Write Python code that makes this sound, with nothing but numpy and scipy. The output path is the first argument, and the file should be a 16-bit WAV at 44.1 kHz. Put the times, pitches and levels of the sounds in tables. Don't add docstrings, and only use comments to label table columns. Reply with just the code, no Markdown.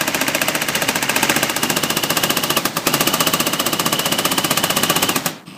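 import sys
import numpy as np
from scipy import signal
from scipy.fft import rfft, irfft, next_fast_len
from scipy.io import wavfile
from scipy.ndimage import map_coordinates

SR = 44100
rng = np.random.default_rng(int(sys.argv[2]) if len(sys.argv) > 2 else 0)


def wrap_up_sound(samples):
    columns = np.atleast_2d(samples).T
    tamed = np.clip(columns, -1, 1)
    steps = np.round(tamed * 32767).astype(np.int16)
    wavfile.write(sys.argv[1], SR, steps)


N = 245637
TIME = np.arange(N) / SR
TOP_HZ = 15450
RING_DB = -15

# time in seconds, level in dB.
FEED_PRESSURE = [(0, -1.5), (.5, -0.5), (.65, -1.5), (.88, 1.7), (1.02, -0.5), (1.2, 2.5), (1.42, 0.5),
                 (1.52, -2.5), (1.66, 1.5), (2.02, -0.5), (2.2, 1.5), (2.35, -0.5), (3.05, 1.6), (3.57, -1),
                 (4.22, -0.2), (4.48, -0.6), (4.8, 1.26), (5.26, 1)]
# frequency in Hz, level in dB.
CRACK_SPECTRUM = [(60, -32), (250, -9.5), (1000, -2), (2500, 4), (3500, 1), (5500, 1), (8000, 3.5),
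                  (10300, -2), (12500, 2.5), (15000, -0.5)]


def amp(db):
    return 10 ** (np.asarray(db) / 20)


def unit(x):
    return x / np.sqrt(np.mean(x ** 2) + 1e-20)


def curves(rows, at=TIME):
    knots, *columns = np.transpose(rows)
    return [np.interp(at, knots, column) for column in columns]


def wobble(knots_per_s):
    return map_coordinates(rng.standard_normal(int(N * knots_per_s / SR) + 4), [TIME * knots_per_s])


def coloured(x, spectrum, modes=()):
    size = 2 ** 13
    hz = np.fft.rfftfreq(size, 1 / SR)
    knots_hz, knots_db = np.transpose(spectrum)
    lift_db = sum(db / (1 + (2 * (hz - mode_hz) / width_hz) ** 2) for mode_hz, width_hz, db in modes)
    gain = amp(np.interp(np.log(hz + 1), np.log(knots_hz), knots_db) + lift_db)
    gain /= np.sqrt(np.mean(gain[hz < TOP_HZ] ** 2) * TOP_HZ * 2 / SR)
    cepstrum = irfft(np.log(gain))
    cepstrum[1:size // 2] *= 2
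    cepstrum[size // 2 + 1:] = 0
    return signal.fftconvolve(x, irfft(np.exp(rfft(cepstrum))))[:N]


def burst(delay_s, attack_s, t60_s):
    t = np.maximum(np.arange(SR // 4) / SR - delay_s, 0)
    return (1 - np.exp(-t / attack_s)) * amp(-60 * t / t60_s)


def blows(times_s, levels_db, envelope, alike, pattern_count=8):
    ring_patterns = rng.standard_normal((pattern_count, len(envelope)))
    out = np.zeros(N + SR)
    for start_s, db in zip(times_s, levels_db):
        centre = start_s * SR / N * (pattern_count - 1)
        weights = np.exp(-(np.arange(pattern_count) - centre) ** 2)
        recurring = weights @ ring_patterns / np.linalg.norm(weights)
        ring = np.sqrt(alike) * recurring + np.sqrt(1 - alike) * rng.standard_normal(len(envelope))
        out[round(start_s * SR):][:len(envelope)] += amp(db) * envelope * ring
    return out[:N]


def screened(at=TIME, half_clear_s=1.76, move_s=1):
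    return np.clip(.5 - (at - half_clear_s) / move_s, 0, 1)


def crank(first_punch_s=0.0094, nominal_turns_per_s=15):
    # time in seconds, turns per second.
    crank_speed = [(0.0, 14.745), (0.842, 14.871), (0.963, 14.328), (1.167, 14.925), (1.458, 14.993),
                   (1.637, 14.615), (1.863, 14.924), (2.568, 15.037), (2.652, 9.003), (2.806, 8.225),
                   (2.881, 14.291), (3.069, 15.239), (3.803, 15.202), (4.429, 15.619), (4.793, 15.326),
                   (5.113, 15.689), (5.172, 11.365), (5.45, 1.0)]
    turns_per_s, = curves(crank_speed)
    turns = np.cumsum(turns_per_s) / SR
    return turns - np.interp(first_punch_s, TIME, turns), np.log10(turns_per_s / nominal_turns_per_s)


def strokes(db_per_decade=5, scatter_db=0.92):
    turns, decades = crank()
    times_s = np.interp(np.arange(np.ceil(turns[-1])), turns, TIME)
    feed_db, = curves(FEED_PRESSURE, times_s)
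    speed_db = db_per_decade * np.interp(times_s, TIME, decades)
    return times_s, feed_db + speed_db + scatter_db * rng.standard_normal(len(times_s))


def air(level_db=-72):
    return amp(level_db) * coloured(rng.standard_normal(N), [(130, 4), (12000, -48)])


def motor_restart(start_s=5.455, rise_s=0.024, base_db=-40, inrush_db=8.5, inrush_s=0.038,
                  mains_hz=50, drone_hz=183):
    # frequency in Hz, level in dB.
    brush_spectrum = [(30, -31), (150, 7.5), (500, -12), (3500, -6.5), (7000, -19.5), (15000, -22)]
    # centre in Hz, width in Hz, lift in dB.
    drill_modes = [(295, 160, 14.5), (1124, 250, 12), (2700, 560, 11), (5100, 450, 11), (8380, 300, 21)]
    age_s = np.maximum(TIME - start_s, 0)
    envelope = np.minimum(age_s / rise_s, 1) * amp(base_db + inrush_db * np.exp(-age_s / inrush_s))
    torque = 1 + 0.28 * np.cos(2 * np.pi * 2 * mains_hz * TIME)
    drone = amp(-1) * np.sin(2 * np.pi * np.cumsum(drone_hz * (1 + 0.075 * wobble(60))) / SR)
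    brushes = unit(coloured(torque * rng.standard_normal(N), brush_spectrum, drill_modes))
    return envelope * (drone + brushes)


def die_scrape():
    # time in seconds, level in dB.
    scrape_levels = [(.9, -29), (1.2, -25), (1.45, -24.5), (2.1, -73)]
    # frequency in Hz, level in dB.
    scrape_spectrum = [(100, -19), (400, -18), (2200, -1), (3600, -17), (5000, -15.5), (6300, -13),
                       (7800, -17), (10000, -43)]
    level_db, = curves(scrape_levels)
    slips = unit(rng.standard_normal(N) * amp(3.7 * wobble(250) + 0.75 * wobble(27.74)))
    return amp(level_db) * coloured(slips, scrape_spectrum)


def gear_noise(base_db=-23, db_per_decade=25.5, arm_db=-2.4, repeat_share=0.46, points_per_turn=2900):
    # turn since the punch (0-1), churn in dB, crunch in dB.
    stroke_levels = [(0, 1, -10), (.3, -1.2, -40), (.7, -2.5, -17), (.9, -0.5, -11), (1, 4, -5)]
    # frequency in Hz, level in dB.
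    gear_spectrum = [(25, -29), (55, -24.5), (110, -5.5), (160, 5), (205, 4), (275, 2), (460, -4.5),
                     (600, -2), (2600, -10.5), (3600, -10), (5000, -12), (8200, -18.5), (10000, -25),
                     (15000, -32)]
    turns, decades = crank()
    turn = turns % 1
    feed_db, = curves(FEED_PRESSURE)
    level_db = base_db + db_per_decade * decades + feed_db + arm_db * screened()
    churn_db, crunch_db = curves(stroke_levels, turn)
    gear_grit, shear_grit = unit(rng.standard_normal((2, N)) * amp(2.6 * wobble(600)))
    flanks = irfft(np.exp(2j * np.pi * rng.random(points_per_turn // 2 + 1)))
    teeth = unit(map_coordinates(flanks, [turn * points_per_turn], mode="grid-wrap"))
    churn = np.sqrt(repeat_share) * teeth + np.sqrt(1 - repeat_share) * gear_grit
    crunch = coloured(shear_grit * amp(level_db + crunch_db), CRACK_SPECTRUM)
    return coloured(churn * amp(level_db + churn_db - 2), gear_spectrum) + crunch


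def gear_whine(mesh_hz=2870, base_db=-30.5, db_per_decade=70, arm_db=-3.5, flutter=0.01395, rasp=0.38):
    # turn since the punch (0-1), pitch ratio, level in dB.
    gear_load = [(0, .96, -15), (.06, .93, 1), (.3, .98, 1.5), (.5, 1.0, 4.5), (.72, 1.005, -7.5),
                 (.88, 1.04, 3), (.96, 1.015, 13.5), (1, .96, 14)]
    turns, decades = crank()
    feed_db, = curves(FEED_PRESSURE)
    level_db = base_db + db_per_decade * decades + feed_db + arm_db * screened()
    sag, load_db = curves(gear_load, turns % 1)
    pitch_hz = mesh_hz * 10 ** decades * sag * (1 + flutter * wobble(500))
    phase = 2 * np.pi * np.cumsum(pitch_hz) / SR
    tone = np.sin(phase) + rasp * wobble(700) * np.cos(phase)
    roughness_db = 2.6 * wobble(250) + 1.5 * wobble(25.02)
    return tone * amp(level_db + load_db + roughness_db)


def panel_thuds(times_s, forces_db, base_db=2, scatter_db=2, jitter_s=0.00031):
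    # delay after the punch in seconds, level in dB.
    pushes = [(.0008, -2.5), (0.0134, -5), (0.0233, -4.5), (0.0435, -8.5)]
    # frequency in Hz, level in dB.
    flex_spectrum = [(30, -41), (70, -26), (110, -10.5), (160, 1.5), (210, -4.5), (272, 2), (430, -14),
                     (1000, -35.5), (4000, -57)]
    delay_s, push_db = np.transpose(pushes)
    chance = rng.standard_normal((len(times_s), 2, len(delay_s)))
    onsets = np.round((times_s[:, None] + delay_s + jitter_s * chance[:, 0]) * SR).astype(int)
    gains = amp(base_db + forces_db[:, None] + push_db + scatter_db * chance[:, 1])
    impulses = np.bincount(np.clip(onsets.ravel(), 0, N), gains.ravel(), N)
    return coloured(impulses, flex_spectrum)


def sheet_ring(times_s, forces_db, scatter_db=2, detune=0.0091, attack_s=0.0012):
    # frequency in Hz, t60 in seconds, screened dB, open dB.
    sheet_modes = [(275.7, 0.1, -10, -10.5), (341.2, 0.087, -18, -7), (564, 0.13, -7, -9),
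                   (637, 0.062, -3, -4.5), (905, 0.039, 1, -7), (1162, 0.081, -10, -1.5),
                   (1247, 0.056, -7.5, -2), (1608, 0.043, 0.5, -6), (2500, 0.031, 3, -36),
                   (2650, 0.04, -0.5, -25)]
    hz, t60_s, screened_db, open_db = np.transpose(sheet_modes)[:, :, None]
    t = np.arange(SR // 8) / SR
    attack = 1 - np.exp(-t / attack_s)
    out = np.zeros(N + SR)
    for start_s, force_db in zip(times_s, forces_db):
        level_draw, pitch_draw, phase = rng.standard_normal((3, len(hz), 1))
        mode_db = open_db + screened(start_s) * (screened_db - open_db)
        level_db = RING_DB + force_db + mode_db + scatter_db * level_draw
        waves = np.sin(2 * np.pi * hz * (1 + detune * pitch_draw) * t + phase)
        ring = np.sum(waves * amp(level_db - 60 * t / t60_s), axis=0)
        out[round(start_s * SR):][:len(t)] += attack * ring
    return out[:N]


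def punches(times_s, forces_db, base_db=-6, rattle_scatter_db=4.5):
    # frequency in Hz, level in dB.
    sheet_spectrum = [(40, -20), (120, -14), (260, 1.5), (460, -3), (750, -1.5), (1400, -6.5), (2500, -8),
                      (3600, -8.5), (7500, -14.5), (10000, -24.5), (15000, -24)]
    arm = screened(times_s)
    snap_db = base_db + forces_db - 2.5 * arm
    rattle_db = snap_db - 10 - 14 * arm + rattle_scatter_db * rng.standard_normal(len(times_s))
    clatter_db = RING_DB + forces_db + arm
    snap = burst(0, attack_s=0.00097, t60_s=0.025)
    snap += amp(-19) * burst(0.0022, attack_s=0.0032, t60_s=0.17)
    rattle = burst(0.0088, attack_s=0.014, t60_s=0.039)
    clatter = burst(0, attack_s=0.00053, t60_s=0.058)
    clatter += amp(-7.5) * burst(0.0053, attack_s=0.0088, t60_s=0.23)
    crack = blows(times_s, snap_db, snap, alike=0.88) + blows(times_s, rattle_db, rattle, alike=0.22)
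    sheet = blows(times_s, clatter_db, clatter, alike=0.63)
    return coloured(crack, CRACK_SPECTRUM) + coloured(sheet, sheet_spectrum)


def scene():
    times_s, forces_db = strokes()
    hits = punches(times_s, forces_db) + sheet_ring(times_s, forces_db) + panel_thuds(times_s, forces_db)
    return (hits + die_scrape() + air() + gear_noise() + gear_whine() + motor_restart())[None]


def record(dry):
    limited = dry / (1 + np.abs(dry / .9) ** 5) ** (1 / 5)
    size = next_fast_len(N + SR // 2)
    passband = np.fft.rfftfreq(size, 1 / SR) < TOP_HZ
    return irfft(rfft(limited, size) * passband, size)[:, :N]


dry = scene()
out = record(dry)
wrap_up_sound(out)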